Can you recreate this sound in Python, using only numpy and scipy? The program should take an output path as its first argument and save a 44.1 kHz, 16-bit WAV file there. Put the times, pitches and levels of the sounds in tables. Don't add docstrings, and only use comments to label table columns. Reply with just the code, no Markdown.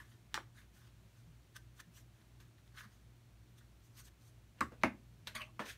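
import sys
import numpy as np
from scipy import signal
from scipy.fft import rfft, irfft, next_fast_len
from scipy.io import wavfile
from scipy.ndimage import uniform_filter1d, map_coordinates

SR = 44100
rng = np.random.default_rng(int(sys.argv[2]) if len(sys.argv) > 2 else 0)


def unload_audio(sound):
    columns = np.transpose(np.atleast_2d(sound))
    steps = np.round(np.clip(columns, -1, 1) * 32767)
    wavfile.write(sys.argv[1], SR, steps.astype(np.int16))


def nominal_scale(level):
    x = np.asarray(level, float) / 20
    return 10 ** x


N = 254456
T = np.arange(N) / SR
WALL_DELAY = 130

# centre_hz, width_hz, level_db
PANEL_MODES = [(1080, 210, -7.5), (1304, 110, -1), (1460, 157, -1), (1740, 264, 1), (2150, 220, -14)]
# freq_hz, density_db (per Hz)
GRAIN_SPECTRUM = [(1060, -15), (1800, -9.5), (2500, -4.5), (3170, -4), (3800, -4.5), (4800, -11),
                  (5500, -27), (7150, -38), (12100, -120)]
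# freq_hz, t60_s
SHOP_DECAY = [(200, 0.38), (1000, 0.17), (2500, 0.2), (5000, 0.15), (15000, 0.19)]
# centre_hz, width_hz, level_db
LIGHT_MODES = [(920, 110, 3), (1610, 370, 3.5), (2530, 570, -9), (3800, 580, 6.5)]


def unit(x):
    return x / np.sqrt(np.mean(x ** 2) + 1e-20)


def along(points, hz):
    f, v = np.transpose(points)
    return np.interp(np.log(hz + 1), np.log(f + 1), v)


def wobble(rate):
    knots = rng.standard_normal(int(N * rate / SR) + 4)
    return map_coordinates(knots, [T * rate])


def filtered(x, response):
    m = next_fast_len(len(x) + 8192)
    return irfft(rfft(x, m) * response(np.fft.rfftfreq(m, 1 / SR)), m)[:len(x)]


def coloured(x, spectrum):
    return unit(filtered(x, lambda hz: nominal_scale(along(spectrum, hz))))


def resonant(x, peaks):
    def body(f):
        total = 0
        for k, (centre, width, db) in enumerate(peaks):
            damping = 1j * f * width
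            total = total + (-1) ** k * nominal_scale(db) * damping / (centre * centre - f * f + damping)
        return total
    return unit(filtered(x, body))


def dying(decays):
    hz, t, z = signal.stft(rng.standard_normal(SR // 2), SR, nperseg=128)
    t60 = along(decays, hz)[:, None]
    tail = signal.istft(z * nominal_scale(-60 * t / t60), SR, nperseg=128)[1]
    return tail / np.linalg.norm(tail)


def shop(x):
    return signal.fftconvolve(np.pad(x, (WALL_DELAY, 0)), dying(SHOP_DECAY))[:len(x)]


def contact_gains(rows, fibre_db, lean, point):
    edge_db = -20
    out = np.zeros((3, N))
    for s, db, rise, fall, bright in rows:
        part = slice(max(round((s - 3 * rise) * SR), 0), round((s + 3 * fall) * SR))
        t = T[part]
        away = np.where(t < s, (s - t) / rise, (t - s) / fall)
        balance_db = np.array([[-bright / 2], [fibre_db + lean * bright], [bright / 2]])
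        out[:, part] += nominal_scale(db + balance_db + edge_db * away ** point)
    return out


def friction(grain_db, clump_db, patchy_db):
    catches = rng.standard_normal(N) * nominal_scale(grain_db * wobble(1500) + clump_db * wobble(110))
    z = signal.stft(catches, nperseg=256)[2]
    field = uniform_filter1d(rng.standard_normal(z.shape), size=3, axis=0)
    field = uniform_filter1d(field, size=14, axis=1)
    return signal.istft(z * nominal_scale(patchy_db * unit(field)), nperseg=256)[1][:N]


def rubbing(rows, peaks, grain, fibre_db, lean, point, grain_db, clump_db, patchy_db):
    # freq_hz, density_db (per Hz)
    skin_spectrum = [(2600, -18), (4500, -2.5), (6100, 4), (7200, -1.5), (9400, -1), (10400, -7.5),
                     (11500, -1.5), (13500, -7), (15650, -8), (15950, -80)]
    ring, fibre, hiss = contact_gains(rows, fibre_db, lean, point)
    slip = friction(grain_db, clump_db, patchy_db)
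    wood = ring * resonant(slip, peaks) + fibre * coloured(slip, grain)
    fine_slip = friction(0.29 * grain_db, 0.47 * clump_db, patchy_db)
    return wood + hiss * coloured(fine_slip, skin_spectrum)


def struck(peaks, decays, dense_db, wet_db, contact):
    blow = nominal_scale(dense_db) * dying(decays)[:SR // 2]
    blow[0] += 1
    blow[WALL_DELAY:] += nominal_scale(wet_db) * dying(SHOP_DECAY)[:SR // 2 - WALL_DELAY]
    spectrum = rfft(blow, SR)
    band_power = uniform_filter1d(np.abs(spectrum) ** 2, size=120)
    even = irfft(spectrum / np.sqrt(band_power), SR)
    push = np.exp(-.5 * ((T[:100] - 3 * contact) / contact) ** 2)
    ring = resonant(np.convolve(even[:SR // 2], push)[:SR // 2], peaks)
    return ring / np.abs(ring).max()


def knock(blows, peaks, dense_db, wet_db, snap, contact):
    # centre_hz, width_hz, level_db
    bench_modes = [(140, 41, -13.5), (208.4, 15, -2.5), (221, 8, -17.5), (233, 14, 1.5), (265.5, 39, -2.5),
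                   (310, 43, -1.5), (370, 65, -2.5), (396, 55, -5.5)]
    # freq_hz, t60_s
    bench_decay = [(100, 0.28), (400, 0.065)]
    # freq_hz, t60_s
    wood_decay = [(300, 0.2), (1000, 0.071), (2500, 0.058), (6000, 0.023)]
    # freq_hz, density_db (per Hz)
    crack_spectrum = [(800, -10), (2000, 5.5), (4000, 1.5), (8000, -3.5), (12000, -12.5), (15500, -14.5),
                      (16500, -32)]
    out, t = np.zeros(N + SR), T[:SR // 2]
    for s, db, crack_db, thud_db in blows:
        crack = coloured(rng.standard_normal(len(t)), crack_spectrum) * nominal_scale(crack_db - 60 * t / snap)
        thud = nominal_scale(thud_db) * struck(bench_modes, bench_decay, -8, wet_db - 5, contact=0.00034)
        ring = nominal_scale(db) * struck(peaks, wood_decay, dense_db, wet_db, contact)
        out[round(s * SR):][:len(t)] += ring + thud + crack + nominal_scale(wet_db) * shop(crack)
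    return out[:N]


def ringing(modes, t, attack):
    ring = 0
    for hz, db, t60 in modes:
        strength, phase = rng.random(2)
        decay = nominal_scale(db + 3.2 * strength - 60 * t / t60)
        ring = ring + decay * np.sin(2 * np.pi * (hz * t + phase))
    return ring * (1 - np.exp(-t / attack))


def finger_strokes():
    # firmest_s, level_db, rise_s, fall_s, brightness_db (hiss over ring)
    strokes = [(0.0, -64, .01, 0.053, -11), (.12, -74, 0.14, 0.066, -5.5), (.335, -73.5, 0.03, 0.0078, -8),
               (.59, -68.5, 0.057, 0.075, -4), (.755, -71.5, 0.032, 0.14, 0),
               (.88, -80.5, 0.071, 0.034, -5), (1.19, -80, 0.14, .06, 2), (1.785, -72, .04, 0.0093, 2),
               (1.976, -68.5, 0.059, 0.057, 5.5), (2.216, -82, 0.14, .02, -8),
               (2.588, -78, 0.017, 0.027, -7), (2.672, -79, 0.03, 0.023, -1),
               (2.926, -77.5, 0.039, 0.11, 2), (3.855, -85, .045, .05, 21), (3.995, -63, 0.049, 0.042, 5),
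               (4.053, -76.5, 0.021, 0.035, 23), (4.083, -69.5, 0.039, 0.01, -4),
               (4.216, -78, .03, 0.086, -1), (4.288, -79, 0.061, .03, 13)]
    return rubbing(strokes, PANEL_MODES, GRAIN_SPECTRUM, fibre_db=-1.5, lean=0.05, point=1.56,
                   grain_db=1.0, clump_db=1.9, patchy_db=3.0)


def motor_hum():
    hum_pitches = [55.75, 58.69, 100.83, 102.95, 111.47, 117.39, 119.99, 234.8]
    # level_db (rms), drift_rad
    hum_levels = [(-69.6, .08), (-71.3, .08), (-75, .3), (-79.5, .4), (-79.8, .15), (-67, .08),
                  (-70.9, .03), (-89, .2)]
    in_step_s = 2.03
    hum = np.zeros(N)
    for hz, (db, drift) in zip(hum_pitches, hum_levels):
        phase = 2 * np.pi * hz * (T - in_step_s) + drift * wobble(1.5)
        hum += np.sqrt(2) * nominal_scale(db) * np.cos(phase)
    return hum


def room_air():
    # freq_hz, density_db (per Hz)
    rumble_spectrum = [(20, -53.5), (30, -22), (42, -1.5), (90, 3), (105, 3.5), (165, 0), (185, -3),
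                       (230, -2.5), (270, -16), (400, -19), (600, -38), (2000, -120)]
    # freq_hz, density_db (per Hz)
    air_spectrum = [(150, -24), (250, -3.5), (313, 2), (468, -8.5), (662, -6.5), (761, -9.5), (2400, -12.5),
                    (2860, -13.5), (4340, -15.5), (4900, -19), (5730, -17), (9490, -21.5), (10400, -22.5),
                    (15650, -23.5), (15950, -93)]
    # peak_s, rise_db (over its rest)
    rumble_swells = [
        (.5, 4),
        (1.0, 3.5),
        (1.86, 2),
        (2.33, 1),
        (3.65, 2.5),
        (4.44, 2),
        (4.879, 12),
        (5.28, 9),
    ]
    rest_db, swell_s = -69, 0.076
    swell_db = sum(db * np.exp(-np.abs(T - s) / swell_s) for s, db in rumble_swells)
    rumble = nominal_scale(rest_db + swell_db) * coloured(rng.standard_normal(N), rumble_spectrum)
    hiss = nominal_scale(-72.5 + 0.268 * wobble(5.07)) * coloured(rng.standard_normal(N), air_spectrum)
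    return rumble + hiss


def panel_click():
    # start_s, ring_db (peak), crack_db, thud_db
    click_blow = [
        (.3427, -26.5, -36, -51),
    ]
    rebound_blow = [
        (.3762, -26.5, -58, -78),
    ]
    # centre_hz, width_hz, level_db
    held_modes = [(340, 37, -8), (865, 46, 2.5), (1170, 130, 2), (1510, 440, -0.5), (1800, 220, 3.5),
                  (2530, 860, -9.5), (3390, 1300, -6), (4480, 510, -8), (5550, 330, -6)]
    loose_modes = [(323, 54, -4.5), (550, 45, -3.5), (690, 220, -8), (1145, 240, 3.5), (1570, 220, 3),
                   (2230, 400, -5)]
    click = knock(click_blow, held_modes, dense_db=-4.5, wet_db=-2.5, snap=0.024, contact=.000015)
    rebound = knock(rebound_blow, loose_modes, dense_db=-6.5, wet_db=-10.5, snap=.013, contact=.00008)
    return click + rebound


def soft_bumps():
    # start_s, level_db, pitch_hz, t60_s
    pushes = [
        (1.271, -52, 161, 0.14),
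        (1.866, -53, 168, 0.15),
        (2.452, -53, 161, 0.08),
        (2.854, -52, 205, 0.12),
        (4.612, -49, 74.5, 0.4),
        (4.852, -49.5, 69.6, 0.28),
        (4.84, -42, 104, 0.18),
        (5.598, -37, 213.4, 0.11),
    ]
    out, t = np.zeros(N + SR), T[:SR // 2]
    for s, db, hz, t60 in pushes:
        modes = [(hz, db, t60), (0.65 * hz, db - 8.5, 0.72 * t60)]
        out[round(s * SR):][:len(t)] += ringing(modes, t, attack=.008)
    return out[:N]


def panel_slips():
    # firmest_s, level_db, rise_s, fall_s, brightness_db
    slips = [
        (1.566, -53.5, 0.017, .015, -4.5),
        (1.804, -54, 0.014, 0.012, -2.5),
        (2.405, -65.5, 0.0084, 0.045, -5.5),
        (2.786, -56, 0.044, 0.086, -9.5),
        (2.844, -67.5, 0.013, 0.024, -16),
        (3.586, -69, 0.019, 0.022, 4),
        (3.613, -78, 0.018, 0.025, -16),
    ]
    return rubbing(slips, PANEL_MODES, GRAIN_SPECTRUM, fibre_db=-1.3, lean=0.18, point=1.04,
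                   grain_db=3.5, clump_db=2.0, patchy_db=2.0)


def nail_ticks():
    # start_s, ring_db (peak), crack_db, thud_db
    ticks = [
        (2.215, -62, -80, -83),
        (2.402, -53.5, -77, -78),
        (2.583, -68, -78, -78),
        (2.677, -64, -65, -80),
    ]
    return knock(ticks, LIGHT_MODES, dense_db=-1, wet_db=-5.0, snap=0.011, contact=.00002)


def corner_slides():
    # firmest_s, level_db, rise_s, fall_s, brightness_db
    slides = [
        (4.595, -72, 0.036, 0.012, -10),
        (4.721, -73.5, 0.0054, 0.05, -35.5),
        (4.824, -72, 0.027, 0.018, -8),
        (5.274, -56, 0.0057, 0.026, 4.5),
        (5.31, -73.5, 0.084, 0.097, -3),
        (5.6, -57, .004, 0.073, -21),
        (5.657, -66.5, .004, 0.066, 1.5),
        (5.698, -62.5, 0.058, 0.057, 12.5),
    ]
    # centre_hz, width_hz, level_db
    hollow_modes = [(230, 18, -1), (454, 130, -0.5), (666, 165, 0), (1070, 89, -0.5), (1400, 360, -8)]
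    # freq_hz, density_db (per Hz)
    fibre_spectrum = [(760, -40), (1300, -9.5), (1540, -1.5), (1790, 1), (3460, -1.5), (3780, -4),
                      (4400, -8), (5500, -10.5), (7150, -44), (12100, -120)]
    return rubbing(slides, hollow_modes, fibre_spectrum, fibre_db=7.5, lean=0.26, point=1.12,
                   grain_db=2.5, clump_db=-0.6, patchy_db=1.5)


def box_landing():
    # start_s, ring_db (peak), crack_db, thud_db
    corner_blows = [
        (4.6076, -22, -36, -34.5),
        (4.7185, -69, -80, -54.5),
    ]
    flat_blow = [
        (4.8346, -15.5, -35.5, -25.5),
    ]
    # centre_hz, width_hz, level_db
    tilted_modes = [(513, 69, -9.5), (730, 200, -13.5), (903, 190, -7), (1135, 120, 6.5), (1443, 510, -1),
                    (1822, 300, -2), (2157, 330, -9), (2765, 430, -15), (4000, 300, -18.5)]
    resting_modes = [(566, 130, -3), (662, 110, -1), (826, 113, 1.5), (947, 256, 2), (1180, 315, 2.5),
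                     (1310, 183, 2), (1550, 140, -4), (1708, 180, -3.5), (2016, 316, -1), (2260, 350, -1),
                     (2850, 450, -13.5), (3300, 320, -22.5), (3800, 430, -20.5)]
    corner = knock(corner_blows, tilted_modes, dense_db=4.5, wet_db=-4.0, snap=0.017, contact=.00003)
    flat = knock(flat_blow, resting_modes, dense_db=-5, wet_db=-4.5, snap=0.02, contact=.00003)
    return corner + flat


def bench_taps():
    # start_s, ring_db (peak), crack_db, thud_db
    tap_blows = [
        (5.272, -32.5, -50, -61),
        (5.3519, -39.5, -60, -61.5),
        (5.4188, -44.5, -58, -61),
        (5.593, -29.5, -54.5, -45),
    ]
    # centre_hz, width_hz, level_db
    nudged_modes = [(570, 200, -5.5), (1020, 200, 2.5), (1360, 330, -2), (1780, 105, 0.5),
                    (2230, 490, -7.5), (2870, 600, -10.5), (6600, 2800, -17.5)]
    parts = knock(tap_blows[:3], LIGHT_MODES, dense_db=-1, wet_db=-5.0, snap=0.011, contact=.00002)
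    nudge = knock(tap_blows[3:], nudged_modes, dense_db=1.5, wet_db=5.0, snap=0.042, contact=.000045)
    return parts + nudge


def bench_scrapes():
    # firmest_s, level_db, rise_s, fall_s, brightness_db
    scrapes = [
        (5.353, -51.5, 0.0051, 0.037, 0),
        (5.366, -57.5, 0.019, 0.099, -18.5),
        (5.417, -61, .03, 0.034, -12),
    ]
    # centre_hz, width_hz, level_db
    board_modes = [(226, 6, -3.5), (620, 6.6, 8), (1116, 52, -4), (1390, 68, -12)]
    # freq_hz, density_db (per Hz)
    rasp_spectrum = [(760, -21.5), (1300, -9.5), (2000, -12), (2450, -5.5), (2800, -12), (3180, -11),
                     (4930, -31.5), (5500, -47), (7150, -53), (12100, -120)]
    return rubbing(scrapes, board_modes, rasp_spectrum, fibre_db=9.5, lean=0.17, point=1.25,
                   grain_db=1.0, clump_db=0.5, patchy_db=5.5)


def scene():
    rubbed = finger_strokes() + panel_slips() + corner_slides() + bench_scrapes()
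    rubbed = rubbed + nominal_scale(-11.5) * shop(rubbed)
    knocked = panel_click() + nail_ticks() + box_landing() + bench_taps()
    machines = motor_hum() + room_air()
    return (rubbed + knocked + soft_bumps() + machines)[None]


def top_cut(x):
    return signal.sosfilt(signal.butter(12, 16590, fs=SR, output="sos"), x)


def record(dry):
    mix = filtered(dry[0], lambda hz: hz < 16500)[None]
    return top_cut(mix)


dry = scene()
out = record(dry)
unload_audio(out)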